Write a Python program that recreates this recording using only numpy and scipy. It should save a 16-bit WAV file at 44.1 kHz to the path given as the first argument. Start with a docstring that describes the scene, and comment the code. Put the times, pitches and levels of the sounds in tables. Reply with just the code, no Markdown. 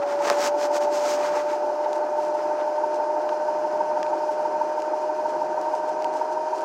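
"""A motor whine and the roar of tyres come first, joined almost at once by fingers rubbing on a phone.
It is an electric scooter gathering speed on smooth asphalt, heard from the phone in the rider's hand.
The wheel's angle drives sine partials in the hub motor, one throbbing every turn, and a repeating tread.
Shaped noise makes the road, frame buzz, low rumble and air hiss; tiny random slips make the rubbing.
Early knocks ring briefly on the phone; later, snaps with a little chatter tick on the handlebar."""
import sys
import numpy as np
from scipy import signal
from scipy.fft import rfft, irfft
from scipy.io import wavfile

SR = 44100
rng = np.random.default_rng(int(sys.argv[2]) if len(sys.argv) > 2 else 0)


def inscribe(sig):
    """Save sig as 16-bit PCM at rate SR to the path in sys.argv[1].

    A 1-D sig is mono; a 2-D sig holds one channel per row.
    Samples are clipped to [-1, 1] before scaling.
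    """
    pcm = np.round(np.clip(np.atleast_2d(sig).T, -1, 1) * 32767)
    wavfile.write(sys.argv[1], SR, pcm.astype(np.int16))


N = 292824
TIME = np.arange(N) / SR
FREQS = np.fft.rfftfreq(N, 1 / SR)


def from_db(db):
    """Turn decibels into a gain."""
    return 10 ** (np.asarray(db) / 20)


def rms_one(x):
    """Scale a signal so that its average strength (rms) is 1."""
    return x / np.sqrt(np.mean(x ** 2) + 1e-20)


def over_time(rows):
    """Join the (time, value) points of a table with straight lines, one value per sample."""
    times, values = np.transpose(rows)
    return np.interp(TIME, times, values)


def drift(hz):
    """Random wandering of rms 1: noise whose changes faster than about hz are weakened."""
    return rms_one(irfft(rfft(rng.standard_normal(N)) / (1 + (FREQS / hz) ** 2), N))


def gain_at(spectrum, hz):
    """Read a tone-colour table as gain, joining its points along a logarithmic pitch axis."""
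    points, db = np.transpose(spectrum)
    return from_db(np.interp(np.log(hz + 1), np.log(points), db))


def colour(x, spectrum):
    """Filter a sound to a tone colour, then set its rms to 1."""
    return rms_one(irfft(rfft(x) * gain_at(spectrum, FREQS), N))


def noise(spectrum):
    """Steady random noise with a given tone colour and rms 1."""
    return colour(rng.standard_normal(N), spectrum)


def ring(force, hz, t60):
    """A blow starts a sine that dies away by 60 dB in t60 seconds."""
    radius = from_db(-60 / (t60 * SR))
    step = 2 * np.pi * hz / SR
    feedback = [1, -2 * radius * np.cos(step), radius * radius]
    return signal.lfilter([0, np.sin(step)], feedback, force + 1e-18)


def blow(time, height):
    """A blow that lasts a single sample."""
    out = np.zeros(N)
    out[round(time * SR)] = height
    return out


def friction(per_s, spread_db):
    """Rubbing surfaces make dense tiny slips, at random moments and of uneven size."""
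    sizes = from_db(spread_db * np.minimum(rng.exponential(1, N), 5))
    slips = rng.random(N) < per_s / SR
    return slips * sizes * rng.standard_normal(N)


def strokes(rows):
    """Add up smooth strokes; each gain falls to 1/e of its peak one half length away."""
    return sum(from_db(db) * np.exp(-((TIME - peak) / half) ** 2) for peak, half, db in rows)


WHINE_ORDER = 98  # whine cycles per wheel turn
# Pitch of the whine as the scooter gathers speed: (time [s], pitch [Hz])
WHINE_PITCH = [(0.0, 575.6), (0.58, 589.2), (2.01, 600.9), (3.87, 608.0), (4.23, 607.0), (6.03, 616.0),
               (6.64, 621.1)]


def wheel_turns():
    """The whine has a fixed number of cycles per turn, so its pitch gives the wheel's angle in turns."""
    return np.cumsum(over_time(WHINE_PITCH)) / (WHINE_ORDER * SR)


BETWEEN_SPOTS_DB = -6.5
# High spots of the wheel: (position [turns], half width [turns], swell [dB])
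WHEEL_HIGH_SPOTS = [(.238, 0.041, 11.5), (.47, 0.033, .5), (.8, 0.076, 1), (.905, 0.026, 2.5)]


def runout(turns):
    """The wheel is slightly out of true, so each high spot gives a smooth swell once per turn."""
    swell = from_db(BETWEEN_SPOTS_DB)
    for position, half, db in WHEEL_HIGH_SPOTS:
        distance = (turns - position + 0.5) % 1 - 0.5
        swell = swell + from_db(db) * np.exp(-(distance / half) ** 2)
    return swell


# Course of the whine, before whine_db is added: (time [s], level [dB])
WHINE_COURSE = [(0.1, -26.5), (0.88, -24), (1.65, -27), (3.61, -27.5), (6.46, -31), (6.5, -31.5)]
# Steady motor partials beside the whine: (rate [cycles per turn])
STEADY_ORDERS = [49, 245]
# Their peak levels in the same order: (level [dB])
STEADY_LEVELS = [-48, -65]
# Motor partials that throb with the wheel: (rate [cycles per turn])
THROBBING_ORDERS = [147, 245]
# Their levels in the same order, relative to the shared throb: (level [dB])
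THROBBING_LEVELS = [-0.5, -24.5]
# The throb grows with speed until the whine reaches its cruising pitch
THROB_LEVEL_DB, THROB_DB_PER_HZ, CRUISE_HZ = -30, 0.2, 607


def motor(turns, whine_db=3.5, sway=0.087, waver_db=0.3, rough_db=1.4, wobble_rad=0.33, load_db=0.56):
    """The hub motor sums sines locked to the wheel: a clean whine, steady partials and throbbing ones."""
    swell = runout(turns)
    angle = 2 * np.pi * turns
    level = from_db(over_time(WHINE_COURSE) + whine_db + waver_db * drift(7.6))
    out = level * (1 + sway * (swell - 1)) * np.sin(WHINE_ORDER * angle)
    for order, db in zip(STEADY_ORDERS, STEADY_LEVELS):
        out += from_db(db) * np.sin(order * angle)
    below_cruise = np.maximum(CRUISE_HZ - over_time(WHINE_PITCH), 0)
    # The load on the wheel wanders
    throb_db = THROB_LEVEL_DB - THROB_DB_PER_HZ * below_cruise + load_db * drift(3.7)
    throb = swell * from_db(throb_db)
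    for order, db in zip(THROBBING_ORDERS, THROBBING_LEVELS):
        # The uneven road shakes both strength and phase
        strength = throb * from_db(db + rough_db * drift(30))
        out += strength * np.sin(order * angle + wobble_rad * drift(31))
    return out


# Tone colour of the roar, only its shape counts: (frequency [Hz], level [dB])
ROAD_COLOUR = [(60, -65), (150, -38), (240, -15), (335, 0), (390, 2.5), (460, -9.5), (560, 1.5), (830, -3),
               (950, -3), (1100, -10), (1500, -11.5), (2000, -22), (3500, -37), (12000, -71)]
# Tone colour of the worn tread, only its shape counts: (frequency [Hz], level [dB])
TREAD_COLOUR = [(60, -75), (260, -13.5), (335, 2), (460, -2), (600, 1.5), (700, 2), (810, 6.5), (860, 1.5),
                (920, 4), (1050, -10), (1300, -11), (1530, -12), (1700, -22), (8000, -79.5)]
# Pitches at which the tread blocks sing: (rate [cycles per turn])
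BLOCK_NOTES = [54, 58, 131, 134, 144]
# Their rms levels in the same order, before the patchy wander: (level [dB])
BLOCK_LEVELS = [-54.5, -52.5, -46.5, -47, -43]


def tyres(turns, road_db=-36.0, tread_db=-35, patchy_db=1.0):
    """Asphalt gives a noisy roar; the tread adds a pattern and faint notes that repeat on every turn."""
    size = 8192  # points around the wheel
    mean_turn_hz = turns[-1] * SR / N
    orders = np.arange(size // 2 + 1)
    random_phases = np.exp(2j * np.pi * rng.random(len(orders)))
    bumps = rms_one(irfft(gain_at(TREAD_COLOUR, orders * mean_turn_hz) * random_phases))
    tread = np.interp(turns % 1, np.arange(size) / size, bumps)
    notes = np.zeros(N)
    for order, db in zip(BLOCK_NOTES, BLOCK_LEVELS):
        notes += from_db(db) * np.sqrt(2) * np.sin(2 * np.pi * (order * turns + rng.random()))
    road = from_db(road_db + patchy_db * drift(9.1)) * noise(ROAD_COLOUR)
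    pattern = from_db(tread_db) * tread + notes
    return road + from_db(patchy_db * drift(6.9)) * pattern


# Resonances of the frame: (frequency [Hz], half width where the gain halves [Hz], rms level [dB])
FRAME_RESONANCES = [(340, 18.3, -47.5), (741, 29, -42), (923, 51, -38), (1540, 26, -56.5),
                    (2444, 35, -64.5), (4260, 45, -68.5), (4650, 67, -73.5), (5026, 39, -66),
                    (6020, 70, -66), (6800, 83, -69), (8460, 300, -76.5), (10300, 230, -84)]


def frame():
    """The road keeps the frame buzzing: one noise passes through many narrow resonances."""
    shake = rfft(rng.standard_normal(N))
    buzz = np.zeros(N)
    for hz, width, db in FRAME_RESONANCES:
        resonance = 1 / (1 + ((FREQS - hz) / width) ** 2)
        buzz += from_db(db) * rms_one(irfft(shake * resonance, N))
    return buzz


# Tone colour of the rumble, only its shape counts: (frequency [Hz], level [dB])
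RUMBLE_COLOUR = [(25, -35), (65, -33.5), (100, -16), (150, -4.5), (210, 0.5), (260, -1.5), (340, -18.5),
                 (700, -59.5)]
# Longer swells added to the rumble: (time [s], half length [s], level [dB])
LONG_SWELLS = [(.45, .08, -62), (1.15, 0.1, -64), (3.55, .25, -64), (4.04, 0.15, -57), (4.55, 0.21, -65),
               (5.45, 0.15, -56.5), (5.95, .1, -63)]


def rumble(rumble_db=-62, wander_db=4.5):
    """Road and wind give a weak low noise that wanders in level, with a few longer swells."""
    level = from_db(rumble_db + wander_db * drift(3)) + strokes(LONG_SWELLS)
    return level * noise(RUMBLE_COLOUR)


# Tone colour of the hiss, only its shape counts: (frequency [Hz], level [dB])
AIR_COLOUR = [(800, -19), (1800, -11), (2800, 3), (3550, -6), (4400, 0), (5200, 3.5), (6300, -0.5),
              (7500, -8), (9500, -13), (12000, -19.5), (14800, -20.5), (15800, -34.5)]


def air(hiss_db=-54.5, flutter_db=1.13):
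    """Passing air makes a smooth, thin hiss: noise with a slight flutter in level."""
    return from_db(hiss_db + flutter_db * drift(15)) * noise(AIR_COLOUR)


# Finger strokes on the phone, before rubbing() raises the scrape:
# (time of the peak [s], swell [s], fade [s], dull scrape level [dB], bright swish level [dB])
FINGER_RUBS = [(0.031, 0.019, 0.009, -38, -58), (.095, 0.03, 0.069, -38.5, -49.5),
               (.285, 0.066, 0.076, -30.5, -37.5), (.46, 0.076, 0.028, -30.5, -31),
               (.645, 0.058, 0.026, -37.5, -38.5), (.765, 0.039, .02, -37.5, -36),
               (.825, 0.022, 0.041, -42, -43), (.96, 0.044, 0.052, -40, -38.5),
               (1.11, 0.094, .055, -35.5, -35.5), (1.265, 0.1, 0.047, -35.5, -43),
               (1.365, 0.053, 0.069, -36.5, -45), (1.51, 0.034, 0.057, -40, -48.5)]


def finger_strokes():
    """Each stroke swells and fades in a dull and a bright part; overlapping strokes add in power."""
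    power = np.zeros((2, N))
    for peak, swell, fade, dull_db, bright_db in FINGER_RUBS:
        length = np.where(TIME < peak, swell, fade)
        shape = np.exp(-np.minimum(((TIME - peak) / length) ** 2, 20))
        power += (from_db([[dull_db], [bright_db]]) * shape) ** 2
    return np.sqrt(power)


# The hand shifts on the rubber grip, before grip_db is added: (time [s], half length [s], level [dB])
GRIP_SHIFTS = [(1.85, 0.019, -51), (2.25, 0.09, -56.5), (2.4, 0.032, -53.5), (2.6, 0.026, -48),
               (3.293, 0.0054, -45)]
# The sleeve stirs: (time [s], half length [s], level [dB])
SLEEVE_STIRS = [(1.96, 0.028, -51.5), (2.24, 0.068, -52.5), (2.385, 0.063, -57), (2.955, .02, -52),
                (4.33, 0.018, -51), (5.296, 0.013, -52), (5.76, .035, -52), (5.887, 0.015, -51),
                (6.17, 0.039, -49.5), (6.328, .015, -53), (6.585, 0.067, -52.5)]
# Tone colour of the dull scrape, only its shape counts: (frequency [Hz], level [dB])
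SCRAPE_COLOUR = [(100, -32), (280, 5), (900, 10), (1400, 6.5), (2200, -1), (3100, -9), (5000, -13.5),
                 (12000, -36.5)]
# Tone colour of the bright swish, only its shape counts: (frequency [Hz], level [dB])
SWISH_COLOUR = [(1000, -26), (2500, -1), (3600, -5), (5200, 1.5), (6600, 0), (8000, -7), (9500, -16),
                (13000, -18.5), (16000, -23)]
# Tone colour of the sleeve's cloth, only its shape counts: (frequency [Hz], level [dB])
CLOTH_COLOUR = [(1000, -15), (2500, 11), (3600, 6), (5500, 11), (7500, 6), (9500, -2), (13000, -9),
                (16000, -20)]


def rubbing(scrape_db=4.0, grip_db=10.5, grab_db=0.77):
    """Tiny slips sound as fingers slide over the phone, the sleeve stirs and the hand shifts on the grip."""
    dull, bright = finger_strokes() * from_db(grab_db * drift(40))  # skin sticks and lets go
    pressure = from_db(scrape_db) * dull + from_db(grip_db) * strokes(GRIP_SHIFTS)
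    scrape = pressure * colour(friction(per_s=5000, spread_db=2.0), SCRAPE_COLOUR)
    swish = bright * colour(friction(per_s=10000, spread_db=1.0), SWISH_COLOUR)
    sleeve = strokes(SLEEVE_STIRS) * colour(friction(per_s=8000, spread_db=4.5), CLOTH_COLOUR)
    return scrape + swish + sleeve


# Sharp clicks on the phone, before the bass cut: (time [s], height [dB], ring pitch [Hz])
CASE_CLICKS = [(0.2777, -17, 5800), (0.3004, -4.5, 4900)]
# Soft knocks on the phone, before knock_db and the bass cut: (time [s], height [dB], ring pitch [Hz])
CASE_KNOCKS = [(.3007, -7.5, 1120), (0.3061, -13, 840), (0.3146, -7, 644)]


def knocks(click_t60=0.0013, knock_t60=0.0054, knock_db=4.0, body_hz=330):
    """A finger catches on the case: dry clicks and dead bumps ring briefly; the small case gives no bass."""
    clicks = sum(ring(blow(s, from_db(db)), hz, click_t60) for s, db, hz in CASE_CLICKS)
    bumps = sum(ring(blow(s, from_db(db + knock_db)), hz, knock_t60) for s, db, hz in CASE_KNOCKS)
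    bass_cut = signal.butter(3, body_hz, "high", fs=SR, output="sos")
    return signal.sosfilt(bass_cut, clicks + bumps)


# Handlebar ticks, before tick_db and the tone colour are applied; only differences in slope count:
# (time [s], height [dB], treble slope [dB per octave, roughly])
BAR_TICKS = [(1.931, -23, -10), (3.219, -33, -10.5), (3.2923, -24.5, -18), (4.0298, -16, -18),
             (4.0653, -26, -17), (4.802, -32, -8), (4.8209, -26, -11.5), (5.6142, -28, -9),
             (6.023, -23, -14), (6.0448, -19.5, -12)]
# Tone colour shared by the ticks: (frequency [Hz], gain [dB])
BAR_COLOUR = [(200, -32), (1000, -2), (1800, 9), (2800, 8.5), (3600, 1), (5000, 6.5), (7000, -1),
              (10000, -14), (16000, -27)]


def handlebar(tick_db=4, chatter_db=-17, chatter_s=0.0016):
    """Each tick is a dry snap with a few milliseconds of fading chatter, duller or brighter."""
    size = 2048  # samples around each snap
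    age = (np.arange(size) - size // 2) / SR
    hz = np.fft.rfftfreq(size, 1 / SR)
    octaves = np.log2((hz + 500) / 4000)
    usual_slope = np.mean([slope for s, db, slope in BAR_TICKS])
    out = np.zeros(N)
    for s, db, slope in BAR_TICKS:
        chatter = (age > 0) * np.exp(-np.abs(age) / chatter_s) * rng.standard_normal(size)
        snap = (age == 0) + from_db(chatter_db) * chatter
        tone = gain_at(BAR_COLOUR, hz) * from_db((slope - usual_slope) * octaves)
        start = round(s * SR) - size // 2
        out[start:start + size] += from_db(db + tick_db) * irfft(rfft(snap) * tone)
    return out


def scene(start_db=-1.0, settled_s=0.45):
    """The wheel drives motor and tread; tyres and frame build a little at first; the other layers add on."""
    turns = wheel_turns()
    build = from_db(np.interp(TIME, [0, settled_s], [start_db, 0]))
    ride = motor(turns) + build * (tyres(turns) + frame()) + rumble() + air()
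    return (ride + rubbing() + knocks() + handlebar())[None]


def record(dry, bass_hz=90, cutoff_hz=15900):
    """The phone thins the deep bass and cuts the top sharply."""
    bass_cut = signal.butter(2, bass_hz, "high", fs=SR, output="sos")
    top_cut = signal.ellip(10, 0.1, 70, cutoff_hz, fs=SR, output="sos")
    return signal.sosfilt(top_cut, signal.sosfilt(bass_cut, dry))


dry = scene()
out = record(dry)
inscribe(out)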